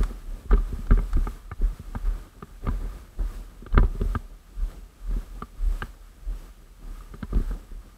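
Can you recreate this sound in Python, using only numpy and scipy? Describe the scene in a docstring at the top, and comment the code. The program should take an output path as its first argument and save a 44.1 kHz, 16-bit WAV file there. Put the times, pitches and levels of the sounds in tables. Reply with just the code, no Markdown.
"""Walking through dry brush

A small camera is carried on the body. Each footfall sets its mount swaying with a deep thump,
and impacts excite the modes of the plastic case and the mount, heard as knocks and rattles.
Leaf litter and grass rustle and crackle with every stride and a few twigs snap,
over the hiss and thin whine of the electronics."""
import sys
import numpy as np
from scipy import signal
from scipy.fft import rfft, irfft, next_fast_len
from scipy.io import wavfile
from scipy.ndimage import map_coordinates

SR = 44100
rng = np.random.default_rng(int(sys.argv[2]) if len(sys.argv) > 2 else 0)


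def generate_wav(signal):
    """Clip the signal to [-1, 1] and save it as 16-bit WAV at the path in sys.argv[1]."""
    frames = np.transpose(np.atleast_2d(signal))
    scaled = np.clip(frames, -1, 1) * 32767
    pcm = np.round(scaled).astype(np.int16)
    wavfile.write(sys.argv[1], SR, pcm)


N = 351477

# footfalls and lighter shifts of weight:
# (time [s], level [dB], rise [s], T60 [s], litter crunch [dB], following leaf swish [dB])
STEPS = [(0.0, -13, 0.0068, 0.27, -52, -63), (.201, -25, 0.14, 0.11, -63.5, -61.5),
         (.491, -10, .035, 0.52, -52, -62.5), (0.618, -24.5, 0.15, 0.33, -62, -60),
         (0.888, -9, 0.032, 0.43, -54.5, -59.5), (1.117, -11.5, .044, 0.55, -56, -56.5),
         (1.584, -13.5, 0.058, 0.25, -55.5, -60.5), (1.78, -30.5, 0.19, 0.52, -60.5, -62),
         (2.016, -16, .07, 0.35, -53, -61.5), (2.601, -19, .11, 0.46, -52.5, -62),
         (2.789, -24.5, 0.04, 0.43, -55, -60.5), (3.175, -19, 0.029, 0.59, -55, -57.5),
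         (3.701, -7.5, 0.095, 0.4, -53.5, -81), (3.935, -17, 0.15, 0.3, -58, -57.5),
         (4.538, -19, .1, .3, -65, -60.5), (5.009, -20, 0.16, 0.21, -59, -60),
         (5.21, -32, 0.12, 0.78, -68, -63), (5.568, -16, 0.096, .6, -63.5, -59),
         (6.238, -21.5, 0.059, 0.43, -74, -61), (6.808, -34.5, 0.074, 1.0, -63, -62),
         (7.285, -14.5, 0.1, 0.25, -53, -61), (7.402, -26.5, 0.13, 0.2, -58, -63.5),
         (7.702, -27.5, .025, 0.45, -65, -69)]
# spectrum of a dull crack, from the case or a stick: (frequency [Hz], relative level [dB])
CRACK_SPECTRUM = [(300, 8), (900, 11.5), (1800, -4.5), (2500, 0), (2900, 4.5), (4400, -5.5), (5200, -39),
                  (9000, -56)]


def footfalls(sway_hz, wander, shudder_db):
    """Damped oscillation: each load swings the mount; its shudder grows nonlinearly with the load."""
    # spectrum of the shudder: (frequency [Hz], relative level [dB])
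    shudder_spectrum = [(35, -6), (52, 4.5), (66, 5), (90, -9), (140, -20), (260, -58), (800, -120)]
    thumps, weight, t = np.zeros(N), np.zeros(N), np.arange(SR) / SR
    for s, db, rise, t60, _, _ in STEPS:
        swing = amp(db) * loading(t, rise, t60)
        drift = np.interp(t, np.linspace(0, 1, 25), rng.standard_normal(25))
        phase = 2 * np.pi * sway_hz * np.cumsum(1 + wander * drift) / SR
        add(thumps, s, swing * np.sin(phase))
        add(weight, s, swing)
    shudder = amp(shudder_db) * weight ** 1.87 * coloured(rng.standard_normal(N), shudder_spectrum)
    return thumps + shudder


def loading(t, rise, t60):
    """Onset and damping: weight comes onto the foot smoothly, then its effect decays exponentially."""
    onset = np.sin(np.pi / 2 * np.clip(t / rise, 0, 1)) ** 2
    return onset * amp(-60 * np.maximum(t - rise, 0) / t60)


def knocks(click_db, thud_db, crack_db, bump_db):
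    """Impact excitation: hard contacts crack and ring case and mount; soft ones stir only the mount."""
    # hard contacts of the case: (time [s], click level [dB], thud level [dB], sharpness [dB])
    contacts = [(0.512, -30.5, -33, -8), (.53, -38, -25, 6), (.537, -38, -30, 3), (.576, -40.5, -44, 3),
                (.908, -31.5, -25, -1.5), (0.92, -39.5, -27, 1), (.975, -43.5, -33.5, 2),
                (.99, -41, -36, 0), (1.168, -47, -29.5, 6), (1.271, -34.5, -33.5, -7), (1.515, -39, -36, 0),
                (1.951, -37, -33.5, -1.5), (2.425, -40.5, -38, 2), (2.67, -35, -29, 1),
                (2.685, -35.5, -27, -3), (3.664, -46, -41.5, 7), (3.745, -40.5, -32, -8),
                (3.777, -21.5, -18.5, 0), (3.791, -40, -26.5, 2), (3.831, -38.5, -26, -4),
                (4.014, -46.5, -26.5, 9), (4.151, -29.5, -29, -1.5), (5.422, -33.5, -35, -3.5),
                (5.821, -30.5, -37, 7), (7.007, -50, -65, -4), (7.139, -48, -41, 0.5),
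                (7.228, -41.5, -28.5, 9), (7.329, -44.5, -31, -3), (7.511, -48, -37, 0)]
    # soft bumps against the mount: (time [s], level [dB])
    bumps = [(.004, -28.5), (0.104, -36), (0.451, -38.5), (0.723, -29), (.786, -33), (1.613, -32),
             (1.792, -35.5), (2.636, -37.5), (2.85, -45), (3.187, -37.5), (3.62, -39.5), (3.767, -26),
             (3.947, -34.5), (3.998, -34.5), (4.046, -31), (5.106, -38), (5.161, -33.5), (7.345, -29),
             (7.366, -27), (7.397, -30), (7.712, -46)]
    # modes of the case and of the mount: (frequency [Hz], relative level [dB], T60 [s])
    case_modes = [(830, -2.5, 0.012), (999, -21, 0.078), (1180, 0, 0.033), (1313, 2, 0.014),
                  (1578, -10, 0.037), (1763, -20, 0.053), (2163, -10, 0.014)]
    mount_modes = [(60.5, -3.5, 0.11), (91.4, 0, 0.07), (150.8, -1, 0.052), (230.2, -1, 0.072),
                   (330.5, -12, 0.054), (400.5, -3, 0.051), (540, -7.5, 0.013)]
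    out = np.zeros(N)
    for s, click, thud, sharpness in contacts:
        # a sharper contact brings out the upper modes and the crack
        modes = [(hz, db + 0.57 * sharpness * (hz > 1450), t60) for hz, db, t60 in case_modes]
        case = strike(modes, vary_db=4.5, chatter=0.52, chatter_t60=0.039, contact_s=0.001)
        mount = strike(mount_modes, vary_db=1.5, chatter=0.96, chatter_t60=0.052, contact_s=0.0016)
        add(out, s - 0.001, amp(click + click_db) * case)
        add(out, s - 0.003, amp(thud + thud_db) * mount)
        add(out, s, amp(click + sharpness + crack_db) * burst(CRACK_SPECTRUM, t60=0.017))
    for s, db in bumps + rattles(per_step=2, window_s=0.12, growth=0.96):
        mount = strike(mount_modes, vary_db=2.5, chatter=0.7, chatter_t60=0.023, contact_s=0.0046)
        add(out, s, amp(db + bump_db) * mount)
    return out


def strike(modes, vary_db, chatter, chatter_t60, contact_s):
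    """Modal synthesis: an impulse and a brief chatter drive damped modes of randomly varied strength."""
    t = np.arange(SR // 5) / SR
    hz, db, t60 = np.transpose(modes)[:, :, None]
    db = db + vary_db * rng.standard_normal(db.shape)
    polarity = np.resize([1, -1], len(modes))  # neighbouring modes move in opposite senses
    ring = polarity @ (amp(db - 60 * t / t60) * np.sin(2 * np.pi * hz * t))
    ring *= 1 - np.exp(-t / contact_s)
    force = chatter * unit(rng.standard_normal(len(t)) * amp(-60 * t / chatter_t60)) / np.sqrt(len(t))
    force[0] += 1
    return unit_attack(signal.fftconvolve(ring, force)[:len(t)])


def rattles(per_step, window_s, growth):
    """Backlash: the loose mount bumps after each step, more so if heavy: (time [s], level [dB])."""
    firm_step_db, firm_rattle_db = -14, -46
    delays = window_s * rng.random((len(STEPS), per_step))
    return [(s + rise / 2 + delay, firm_rattle_db + growth * (db - firm_step_db))
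            for (s, db, rise, *_), row in zip(STEPS, delays) for delay in row]


def mount_sway(level_db):
    """Resonance under random forcing: the walker's motion keeps the mount rumbling in a low band."""
    # spectrum of the sway: (frequency [Hz], relative level [dB])
    sway_spectrum = [(12, -48), (27, -11), (38, 6.5), (50, -3.5), (75, -11), (120, -24), (250, -75),
                     (800, -120)]
    return amp(level_db) * coloured(rng.standard_normal(N), sway_spectrum)


def brush(swish_db, scuff_db, leaves_db, grit_db, body_db):
    """Source and filter: leaves swish through the air; the crunch underfoot is dulled by the case."""
    # spectra of the leaves, the grit and the low scuff: (frequency [Hz], relative level [dB])
    leaf_spectrum = [(300, 4.5), (1500, 3.5), (3000, 3.5), (5000, 0.5), (9000, -1), (14500, -3),
                     (15700, -10.5)]
    grit_spectrum = [(600, -8.5), (950, -4.5), (1100, -0.5), (1210, 7), (1400, -2), (1620, -0.5),
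                     (1900, -8), (2200, -9.5), (2550, -15.5), (3000, -15), (4200, -17), (6500, -23)]
    body_spectrum = [(50, -21), (90, -8.5), (150, -7), (225, -8.5), (310, -11.5), (400, -14), (600, -18.5),
                     (1000, -25), (1500, -86), (3000, -120)]
    leaves = amp(swish_db + leaves_db) * coloured(crackle(4000, spread_db=9.5, bed=2.5), leaf_spectrum)
    grit_gain = amp(scuff_db + grit_db + 1.38 * wobble(35))
    grit = grit_gain * coloured(crackle(500, spread_db=1, bed=1.0), grit_spectrum)
    body_gain = amp(scuff_db + body_db + 2.5 * wobble(22))
    body = body_gain * coloured(rng.standard_normal(N), body_spectrum)
    return leaves + grit + body


def stride_levels(roundness):
    """Incoherent sources add in power: swish and scuff levels [dB] from leaves, litter and a floor."""
    # branches and tall grass brushed in passing: (peak time [s], level [dB])
    branches = [(.03, -55.5), (.95, -67), (2.51, -67), (3.56, -69.5), (3.97, -65), (5.82, -58.5),
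                (6.08, -69.5), (7.18, -66)]
    lag_s, rise_s, fall_s = 0.18, 0.16, 0.11  # the other leg swings through after each landing
    hiss_db, rumble_db = -65, -67.5  # what stays when the walker is still
    drag_db, crunch_growth = -0.3, 0.39  # scuff of dragging through leaves; crunch against weight
    t = np.arange(0, N, 100) / SR
    passes = [(s + lag_s, swish) for s, *_, swish in STEPS] + branches
    leaf_power = litter_power = 0
    for s, db in passes:
        distance = np.abs(t - s) / np.where(t < s, rise_s, fall_s)
        leaf_power += (amp(db) * np.exp(-distance ** roundness)) ** 2
    for s, _, rise, t60, crunch, _ in STEPS:
        litter_power += (amp(crunch) * loading(t - s, rise, t60) ** crunch_growth) ** 2
    swish = leaf_power + amp(hiss_db) ** 2
    scuff = litter_power + leaf_power * amp(drag_db) ** 2 + amp(rumble_db) ** 2
    return [np.interp(np.arange(N) / SR, t, 10 * np.log10(power)) for power in (swish, scuff)]


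def crackle(per_second, spread_db, bed):
    """Poisson process: tiny fractures of uneven size on a bed of noise."""
    impulses = (rng.random(N) < per_second / SR) * rng.choice([-1, 1], N)
    sizes = amp(spread_db * np.clip(rng.standard_normal(N), -2, 2))
    return unit(unit(impulses * sizes) + bed * rng.standard_normal(N))


def twigs():
    """Brittle fracture: a stem breaks with a bright snap, a stick under the sole with a duller crack."""
    # dry stems close by and sticks underfoot: (time [s], level [dB])
    stems = [(0.032, -35.5), (0.507, -45), (0.868, -48), (1.131, -39.5)]
    sticks = [(.563, -57), (.866, -56), (3.725, -48), (3.847, -51), (7.347, -45)]
    # spectrum of a snapping stem: (frequency [Hz], relative level [dB])
    snap_spectrum = [(400, -12), (1250, 20), (2500, -4.5), (4000, -2.5), (7000, -7), (11000, -14),
                     (15000, -32)]
    out = np.zeros(N)
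    for s, db in stems:
        add(out, s, amp(db) * burst(snap_spectrum, t60=0.021))
    for s, db in sticks:
        add(out, s, amp(db) * burst(CRACK_SPECTRUM, t60=0.017))
    return out


def burst(spectrum, t60):
    """Broadband transient: noise with a fast onset and exponential decay, shaped by a spectrum."""
    t = np.arange(SR // 20) / SR
    hz = np.fft.rfftfreq(len(t), 1 / SR)
    noise = rng.standard_normal(len(t)) * amp(-60 * t / t60) * (1 - np.exp(-t / 0.002))
    return unit_attack(irfft(rfft(noise) * spectral_gain(hz, spectrum), len(t)))


def whine(level_db, carrier_hz, frame_hz, side_db):
    """Modulation sidebands: a thin, wavering electronic tone is fringed at the camera's frame rate."""
    t = np.arange(N) / SR
    comb = 0
    for k in range(-7, 8):
        line_db = 0 if abs(k) < 2 else side_db - 0.7 * abs(k) - 6 * (k % 2 == 0)
        comb += amp(line_db) * np.sin(2 * np.pi * ((carrier_hz + k * frame_hz) * t + rng.random()))
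    return amp(level_db + wobble(9.5)) * unit(comb)


def amp(db):
    """Amplitude ratio of a level in decibels."""
    return 10 ** (np.asarray(db) / 20)


def unit(x):
    """Normalisation to rms 1."""
    return x / np.sqrt(np.mean(x ** 2) + 1e-20)


def unit_attack(x):
    """Normalisation to rms 1 over the first 10 ms."""
    return x / np.sqrt(np.mean(x[:SR // 100] ** 2) + 1e-20)


def wobble(knots_per_s):
    """Slow random modulation: a spline through Gaussian knots."""
    knots = rng.standard_normal(int(N * knots_per_s / SR) + 4)
    return map_coordinates(knots, [np.arange(N) * knots_per_s / SR])


def spectral_gain(hz, spectrum):
    """Log-frequency interpolation of a gain between (frequency [Hz], level [dB]) points."""
    points_hz, db = np.transpose(spectrum)
    return amp(np.interp(np.log(hz + 1), np.log(points_hz), db))


def filtered(x, response):
    """Linear filtering: the spectrum of x times a frequency response."""
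    size = next_fast_len(N + SR // 2)
    return irfft(rfft(x, size) * response(np.fft.rfftfreq(size, 1 / SR)), size)[:N]


def coloured(x, spectrum):
    """Spectral shaping of x, at rms 1."""
    return unit(filtered(x, lambda hz: spectral_gain(hz, spectrum)))


def add(track, s, sound):
    """Superposition of a sound on the track at time s."""
    start = int(np.clip(round(s * SR), 0, N - 1))
    track[start:start + len(sound)] += sound[:N - start]


def scene():
    """Superposition at one microphone; the sway swells with the scuff, the whine with the swish."""
    swish_db, scuff_db = stride_levels(roundness=1.68)
    sway = mount_sway(scuff_db + 18.5)
    steps = footfalls(sway_hz=38.41, wander=0.11, shudder_db=-0.5)
    rattle = knocks(click_db=1.5, thud_db=1.5, crack_db=-11.5, bump_db=-1)
    rustle = brush(swish_db, scuff_db, leaves_db=1.0, grit_db=1.0, body_db=6.5)
    snaps = twigs()
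    electronics = whine(swish_db - 14, carrier_hz=7932, frame_hz=30.2, side_db=-2)
    return (steps + sway + rattle + rustle + snaps + electronics)[None]


def record(dry):
    """Band limiting: the camera loses the deepest bass and keeps nothing above its upper cutoff."""
    low_hz, top_hz = 24, 15700
    return filtered(dry[0], lambda hz: (hz < top_hz) * hz ** 6 / (hz ** 6 + low_hz ** 6))[None]


dry = scene()
out = record(dry)
generate_wav(out)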